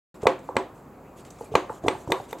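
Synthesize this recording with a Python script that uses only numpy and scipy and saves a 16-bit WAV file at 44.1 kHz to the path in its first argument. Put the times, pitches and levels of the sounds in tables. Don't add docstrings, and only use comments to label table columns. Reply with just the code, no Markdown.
import sys
import numpy as np
from scipy import signal
from scipy.fft import rfft, irfft, next_fast_len
from scipy.io import wavfile
from scipy.ndimage import uniform_filter1d

SR = 44100
rng = np.random.default_rng(int(sys.argv[2]) if len(sys.argv) > 2 else 0)


def unload_audio(sound):
    columns = np.transpose(np.atleast_2d(sound))
    steps = np.round(np.clip(columns, -1, 1) * 32767)
    wavfile.write(sys.argv[1], SR, steps.astype(np.int16))


def gain_from_db(level_db):
    decades = np.asarray(level_db, float) / 20
    return 10 ** decades


N = 105840

# frequency in Hz, level in dB.
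RUMBLE_SPECTRUM = [(25, -34), (45, -5), (60, 1), (150, 3), (300, 1.5), (550, -2.5), (1200, -8),
                   (1800, -23.5), (3000, -34.5)]
# frequency in Hz, level in dB.
HISS_SPECTRUM = [(1500, 10.5), (2500, 10), (4000, -14), (7500, -0.5), (11000, -23), (15000, -27),
                 (15500, -55)]
# frequency in Hz, likeness from 0 to 1.
PORT_LIKENESS = [(60, 0.98), (180, 1), (550, 0.95), (1650, 0.9), (4970, 0.87), (15000, 0.83)]
# start in seconds, length in seconds, level in dB,
# tilt in dB per octave.
RUSTLES = [(0.124, 0.036, -60.5, -1.5), (0.201, 0.026, -53, -11), (0.422, 0.082, -63.5, -3),
           (0.737, 0.049, -65.5, 1), (1.154, 0.05, -56, -1.5), (1.248, 0.018, -54, -3),
           (1.307, 0.17, -63.5, -5), (1.386, 0.042, -57.5, 0), (1.428, 0.024, -56, 2),
           (1.507, 0.024, -53.5, -5), (1.587, 0.16, -65, -5), (1.683, 0.091, -58, 0.5),
           (1.817, 0.066, -55.5, -7), (1.904, .13, -57.5, -1.5), (2.056, 0.031, -57, -5.5),
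           (2.137, 0.11, -56.5, -2), (2.271, 0.048, -54.5, -4), (2.369, .05, -53.5, -6)]
# frequency in Hz, level in dB.
RUSTLE_SPECTRUM = [(1500, 1), (3000, 2.5), (5000, 3.5), (7500, 9), (10500, 3), (13000, -2.5), (15500, -40),
                   (16000, -30)]
# start in seconds, peak in dB, tilt in dB per octave.
HOSE_TICKS = [(0.2178, -39.5, -8), (0.231, -38.5, -2), (0.3894, -48.5, -3), (0.554, -47.5, -5),
              (1.2488, -40.5, -6), (1.304, -37.5, -1), (1.385, -46, -5), (1.4087, -51, 3), (1.542, -46, 5),
              (1.865, -39, -2), (1.838, -47, -2), (1.871, -39, 3), (2.076, -46, -2), (2.103, -34.5, -1),
              (2.289, -49, -3), (2.3078, -39, -9), (2.3092, -40.5, 5), (2.326, -39, -6), (2.3844, -43, -3)]
# frequency in Hz, level in dB.
TICK_SPECTRUM = [(1500, -19), (3000, -14), (4500, -12), (6100, -5), (8000, -3), (11000, -13.5),
                 (15500, -23)]
# start in seconds, peak in dB, pitch in Hz, life in cycles,
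# thump in dB.
BOTTLE_GULPS = [(0.23, -19, 744, 0.86, -4), (0.234, -14, 430, 1.94, -14), (0.2556, -5.5, 625, 1.35, -14.5),
                (0.4893, -15.5, 875, 2, -28), (0.494, -23, 498, 2.3, -30), (.555, -15.5, 620, 1, -13),
                (1.409, -26, 465, 4.3, -17), (1.409, -28, 850, 4.2, -23), (1.517, -28.5, 436, 11.5, 0),
                (1.54, -14, 680, 1.2, -8.5), (1.6958, -21, 1215, 2.5, -15), (1.699, -24.5, 870, 7.6, -40),
                (1.700, -19, 475, 1.96, -9), (1.838, -22.5, 660, 2.5, -3), (1.848, -13, 383, 1.7, -28),
                (1.8611, -17, 720, 3.8, -4.5), (1.916, -31, 880, 2.1, -28), (1.951, -23.5, 850, 3.3, -12),
                (2.0745, -26.5, 950, 3, -1), (2.075, -29, 520, 2, -1), (2.088, -23.5, 322, 6.2, -10),
                (2.096, -29, 370, 2.4, -20), (2.1005, -7.5, 576, 0.76, -15.5),
                (2.200, -22.5, 780, 3.3, -10), (2.107, -22, 404, 2.7, -20), (2.12, -21, 332, 2.4, -14),
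                (1.841, -22.5, 285, 2.7, -18), (1.863, -17.5, 400, 2.8, -33), (1.882, -18, 281.7, 2, -11),
                (1.555, -21.5, 220, 2.4, -16), (0.27, -23, 232, 3.2, -25), (0.567, -24.5, 248, 4.2, -12)]
# start in seconds, peak in dB, brightness in dB per octave,
# shell level in dB, middle modes in dB.
WALL_SNAPS = [
    (0.268, -1, 0, -1.5, 0),
    (0.5657, -7.5, 0.5, 0.5, 2.5),
    (1.5524, -1.5, 0.16, -2.5, 0),
    (1.8815, -5, 0.4, -2.5, 2),
    (2.119, -6, 0, -2, 1.5),
    (2.3283, -21, -2.8, 1.5, -4),
]
# frequency in Hz, level in dB, decay t60 in seconds.
WALL_MODES = [(455, 5.5, 0.026), (525, -4.5, 0.05), (915, 4, 0.023), (1127, -5.5, 0.05),
              (1612, -15.5, 0.035), (2024, 4.5, 0.012), (2400, -6, 0.028), (3050, -13, 0.019),
              (3484, -9, 0.017), (4120, -9, 0.019), (4750, -15, 0.013), (5820, -24, 0.041)]
# frequency in Hz, width in Hz, level in dB.
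SHELL_RESONANCES = [(298.5, 24, -4), (381.2, 9, 6), (430, 70, -15), (530.8, 12.8, 2.5), (700.3, 14.6, -0.5),
                    (850, 34, -5), (982, 31, -3.5), (1120, 51, -4), (1567, 28, -15)]
# frequency in Hz, level in dB.
CRACK_SPECTRUM = [(300, 4), (2300, -1), (4000, -4), (5400, -11), (7000, -7.5), (12500, -23.5), (16000, -30)]
# frequency in Hz, level in dB.
SNAP_WASH = [(150, -14), (450, -5.5), (1100, -13), (2200, -17.5), (4000, -22), (7000, -33.5),
             (12000, -48.5), (16000, -52)]
# start in seconds, peak in dB,
# frequency in Hz, decay t60 in seconds.
OVERTONES = [(0.2684, -23, 4670, 0.014), (0.2684, -40, 6800, 0.011), (0.2684, -16, 2250, 0.035),
             (0.566, -25, 3700, .012), (0.566, -32, 6870, .012), (0.566, -25, 7830, 0.014),
             (1.3035, -40, 6090, .035), (1.304, -50, 8000, .015), (1.408, -49, 13200, .025),
             (1.443, -49, 10500, .035), (1.445, -62, 8000, .1), (1.5527, -9, 1050, .025),
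             (1.5527, -14, 2950, 0.01), (1.5527, -18, 6770, 0.014), (1.5527, -22, 6200, 0.018),
             (1.5527, -29, 12800, .008), (1.839, -47, 4000, .015), (1.882, -19, 3480, 0.016),
             (1.882, -22, 8200, 0.011), (1.882, -32, 12450, 0.0089), (0.566, -12.5, 1700, .012),
             (1.455, -54, 2400, 0.089), (2.1194, -13, 3740, 0.013), (2.1194, -23, 8180, 0.012),
             (2.1194, -24, 11930, 0.0097), (2.1194, -16, 970, 0.052), (2.3286, -27.5, 3600, .012),
             (2.3286, -37, 7400, .008), (2.3286, -29, 12400, 0.0095), (2.3286, -35, 13900, 0.0066),
             (2.3286, -23, 920, 0.022)]
# frequency in Hz, t60 in seconds.
GARAGE_DECAY = [(150, 0.15), (500, 0.49), (1500, 0.29), (4000, 0.3), (8000, 0.22), (14000, 0.37)]
# frequency in Hz, level in dB.
GARAGE_SPECTRUM = [(100, -3), (500, -2.5), (1200, -0.5), (2000, 1), (5000, -5.5), (9000, 5), (15000, -9.5)]
# frequency in Hz, level in dB.
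SIDE_SPECTRUM = [(100, -27.5), (400, -24), (1000, -15), (1500, -15.5), (3000, -25), (6000, -20),
                 (12000, -10)]
# frequency in Hz, width in Hz, depth in dB.
HOUSING_DIPS = [(5610, 560, -4), (9290, 650, -8.5)]

THUMP_HZ = 116
SNAP_ATTACK_S = 0.0006
BRIGHT_LAG_S = 0.000705


def along(points, hz):
    f, v = np.transpose(points)
    return np.interp(np.log(hz + 1), np.log(f + 1), v)


def unit(x):
    return x / np.sqrt(np.mean(x ** 2) + 1e-20)


def coloured(x, points):
    n = x.shape[-1]
    m = next_fast_len(n + 4096)
    gain = gain_from_db(along(points, np.fft.rfftfreq(m, 1 / SR)))
    return irfft(rfft(x, m) * gain, m)[..., :n]


def tilted(points, tilt_db, pivot_hz):
    return [(hz, db + tilt_db * np.log2(hz / pivot_hz)) for hz, db in points]


def soft_start(t, attack_s):
    return 1 - np.exp(-(t / attack_s) ** 2)


def gain_patches(shape, bins, frames):
    field = uniform_filter1d(rng.standard_normal(shape), size=bins, axis=0)
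    return unit(uniform_filter1d(field, size=frames, axis=1))


def add(track, s, sound):
    part = track[..., round(s * SR):][..., :sound.shape[-1]]
    part += sound[..., :part.shape[-1]]


def brief(x):
    feed_s = 0.0019
    return x * np.exp(-np.arange(len(x)) / SR / feed_s)


def garage(x):
    width = 0.31
    hz, t, z = signal.stft(rng.standard_normal((2, SR // 2)), SR, nperseg=256)
    t60 = along(GARAGE_DECAY, hz)[:, None]
    z = z * gain_from_db(along(GARAGE_SPECTRUM, hz)[:, None] - 60 * t / t60)
    mid, side = signal.istft(z, SR, nperseg=256)[1]
    tail = np.array([mid + width * side, mid - width * side]) / np.linalg.norm(mid)
    return signal.fftconvolve(np.pad(x, (220, 0))[None], tail, axes=1)


def placed(track, s, x, feed):
    side = coloured(np.pad(x, (8, 0))[:len(x)], SIDE_SPECTRUM)
    add(track, s, np.array([x - side, x + side]))
    add(track, s, garage(feed))


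def rush(spectrum, patchy_db):
    z = signal.stft(rng.standard_normal((2, N)), nperseg=512)[2]
    likeness = along(PORT_LIKENESS, np.fft.rfftfreq(512, 1 / SR))
    turn = np.arccos(np.clip(likeness, -1, 1))[:, None] / 2
    patches = gain_from_db(patchy_db * gain_patches(z.shape[1:], bins=6, frames=8))
    z = z * patches * np.array([np.cos(turn), np.sin(turn)])
    closed = [(spectrum[0][0] / 2, -60)] + list(spectrum)
    mid, side = coloured(signal.istft(z, nperseg=512)[1][:, :N], closed)
    return unit(np.array([mid + side, mid - side]))


def background():
    hum = gain_from_db(-54) * np.sin(2 * np.pi * 51.2 * np.arange(N) / SR)
    rumble = gain_from_db(-46.5) * rush(RUMBLE_SPECTRUM, patchy_db=0.4)
    hiss = gain_from_db(-67) * rush(HISS_SPECTRUM, patchy_db=3.0)
    return hum + rumble + hiss


def patchy(x, depth_db):
    z = signal.stft(x, nperseg=256)[2]
    z = z * gain_from_db(depth_db * gain_patches(z.shape[1:], bins=4, frames=6))
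    return signal.istft(z, nperseg=256)[1][:, :x.shape[1]]


def rustles():
    edge_s, grain_db, patch_db = 0.024, 1, 3.5
    t = np.arange(SR // 4) / SR
    track = np.zeros((2, N))
    for s, length, db, tilt_db in RUSTLES:
        edge = np.clip(t / edge_s, 0, 1) * np.exp(-np.maximum(t - length, 0) / edge_s)
        mid, side, size = rng.standard_normal((3, len(t)))
        grain = gain_from_db(grain_db * unit(uniform_filter1d(size, size=90)))
        rub = grain * np.array([mid + 0.093 * side, mid - 0.19 * side])
        colour = [(100, -80)] + tilted(RUSTLE_SPECTRUM, tilt_db, 7000)
        add(track, s, gain_from_db(db) * edge * unit(coloured(patchy(rub, patch_db), colour)))
    return track


def ticks(t):
    t60_s, attack_s, level_db, room_db = 0.031, 0.0016, -2, -7
    track = np.zeros((2, N))
    for s, db, tilt_db in HOSE_TICKS:
        noise = unit(coloured(rng.standard_normal(len(t)), tilted(TICK_SPECTRUM, tilt_db, 7000)))
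        x = gain_from_db(db + level_db - 60 * t / t60_s) * (1 - np.exp(-t / attack_s)) * noise
        placed(track, s, x, gain_from_db(room_db) * x)
    return track


def thump(t, cycles):
    return np.sin(2 * np.pi * THUMP_HZ * t) * np.exp(-t * THUMP_HZ / cycles)


def tremble(t, tilt_db):
    hold_s, t60_s, attack_s = 0.028, 0.2, 0.00043
    f = np.fft.rfftfreq(len(t), 1 / SR)
    body = 0
    for k, (hz, width, db) in enumerate(SHELL_RESONANCES):
        level = (-1) ** k * gain_from_db(db + tilt_db * np.log2(hz / 500))
        body = body + level * 1j * f * width / (hz * hz - f * f + 1j * f * width)
    body = body / (1 + (f / 1500) ** 4)
    noise = unit(irfft(rfft(rng.standard_normal(len(t))) * body, len(t)))
    return noise * gain_from_db(-60 * np.maximum(t - hold_s, 0) / t60_s) * (1 - np.exp(-t / attack_s))


def gulps(t):
    attack_turns, shell_db, room_db = 0.55, -27.5, -4
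    track = np.zeros((2, N))
    for s, db, hz, life, thump_db in BOTTLE_GULPS:
        turns = hz * t
        note = np.sin(2 * np.pi * turns) * np.exp(-turns / life) * soft_start(turns, attack_turns)
        push = gain_from_db(thump_db) * thump(t, cycles=0.83) * soft_start(t, 1 / (THUMP_HZ * 10))
        x = note + gain_from_db(shell_db) * tremble(t, tilt_db=0.5) + push
        placed(track, s, gain_from_db(db) * x, gain_from_db(db + room_db) * brief(x))
    return track


def wall_ring(t, tilt_db, middle_db):
    hz, db, t60 = np.transpose(WALL_MODES)[..., None]
    level_chance, phase_chance = rng.standard_normal((2, len(WALL_MODES), 1))
    octave = np.log2(hz / 1000)
    u = np.maximum(t - BRIGHT_LAG_S * (octave > 0.5), 0)
    colour_db = tilt_db * octave + middle_db * np.exp(-2 * octave ** 2)
    level = gain_from_db(db + colour_db + level_chance - 60 * u / t60)
    wave = np.sin(2 * np.pi * hz * u + 0.67 * phase_chance)
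    return -(level * soft_start(u, SNAP_ATTACK_S) * wave).sum(axis=0)


def crack(t, bright_db):
    level_db, t60_s = -10.5, 0.014
    late = np.maximum(t - BRIGHT_LAG_S, 0)
    noise = unit(coloured(rng.standard_normal(len(t)), CRACK_SPECTRUM))
    return gain_from_db(level_db + 2 * bright_db - 60 * late / t60_s) * soft_start(late, SNAP_ATTACK_S) * noise


def snaps(t):
    air_hz, air_db, air_t60_s = 371.4, -21.5, 0.24
    thump_db, tremble_db, wall_db, wash_db = -26, -20.5, -7.5, 2.5
    track = np.zeros((2, N))
    for s, db, bright_db, shell_db, middle_db in WALL_SNAPS:
        air = gain_from_db(air_db - 60 * t / air_t60_s) * np.sin(2 * np.pi * air_hz * t)
        shell = gain_from_db(tremble_db) * tremble(t, tilt_db=middle_db / 2)
        body = gain_from_db(thump_db) * thump(t, cycles=0.68) + gain_from_db(shell_db) * (air + shell)
        x = body * soft_start(t, SNAP_ATTACK_S) + crack(t, bright_db)
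        x = x + gain_from_db(wall_db) * wall_ring(t, bright_db, middle_db)
        wash = coloured(signal.unit_impulse(256, 128), tilted(SNAP_WASH, bright_db, 500))
        placed(track, s, gain_from_db(db) * x, gain_from_db(db + wash_db) * 10 * wash)
    return track


def pings(t):
    attack_s, room_db, roughness = 0.00087, -5.5, 0.75
    track = np.zeros((2, N))
    for s, db, hz, t60 in OVERTONES:
        drift = roughness * np.cumsum(rng.standard_normal(len(t))) / 10
        tone = np.sin(2 * np.pi * hz * t + drift)
        x = gain_from_db(db - 60 * t / t60) * soft_start(t, attack_s) * tone
        placed(track, s, x, gain_from_db(room_db) * brief(x))
    return track


def scene():
    t = np.arange(SR // 3) / SR
    handling = rustles() + ticks(t[:SR // 20])
    bottle = gulps(t) + snaps(t) + pings(t[:SR // 10])
    return background() + handling + bottle


def top_cut(x):
    return signal.sosfilt(signal.butter(12, 16640, fs=SR, output="sos"), x)


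def record(dry):
    low_cut_hz, top_hz, ceiling, start_s = 52, 15900, 0.8, 0.1428
    m = next_fast_len(N + SR // 4)
    f = np.fft.rfftfreq(m, 1 / SR)
    dips = gain_from_db(sum(db * np.exp(-((f - hz) / width) ** 2) for hz, width, db in HOUSING_DIPS))
    low_cut = (1j * f / (low_cut_hz + 1j * f)) ** 2
    x = irfft(rfft(dry, m) * dips * low_cut * (f < top_hz), m)[:, :N]
    x = x / (1 + np.abs(x / ceiling) ** 4) ** 0.25
    return top_cut(x * (np.arange(N) > start_s * SR))


dry = scene()
out = record(dry)
unload_audio(out)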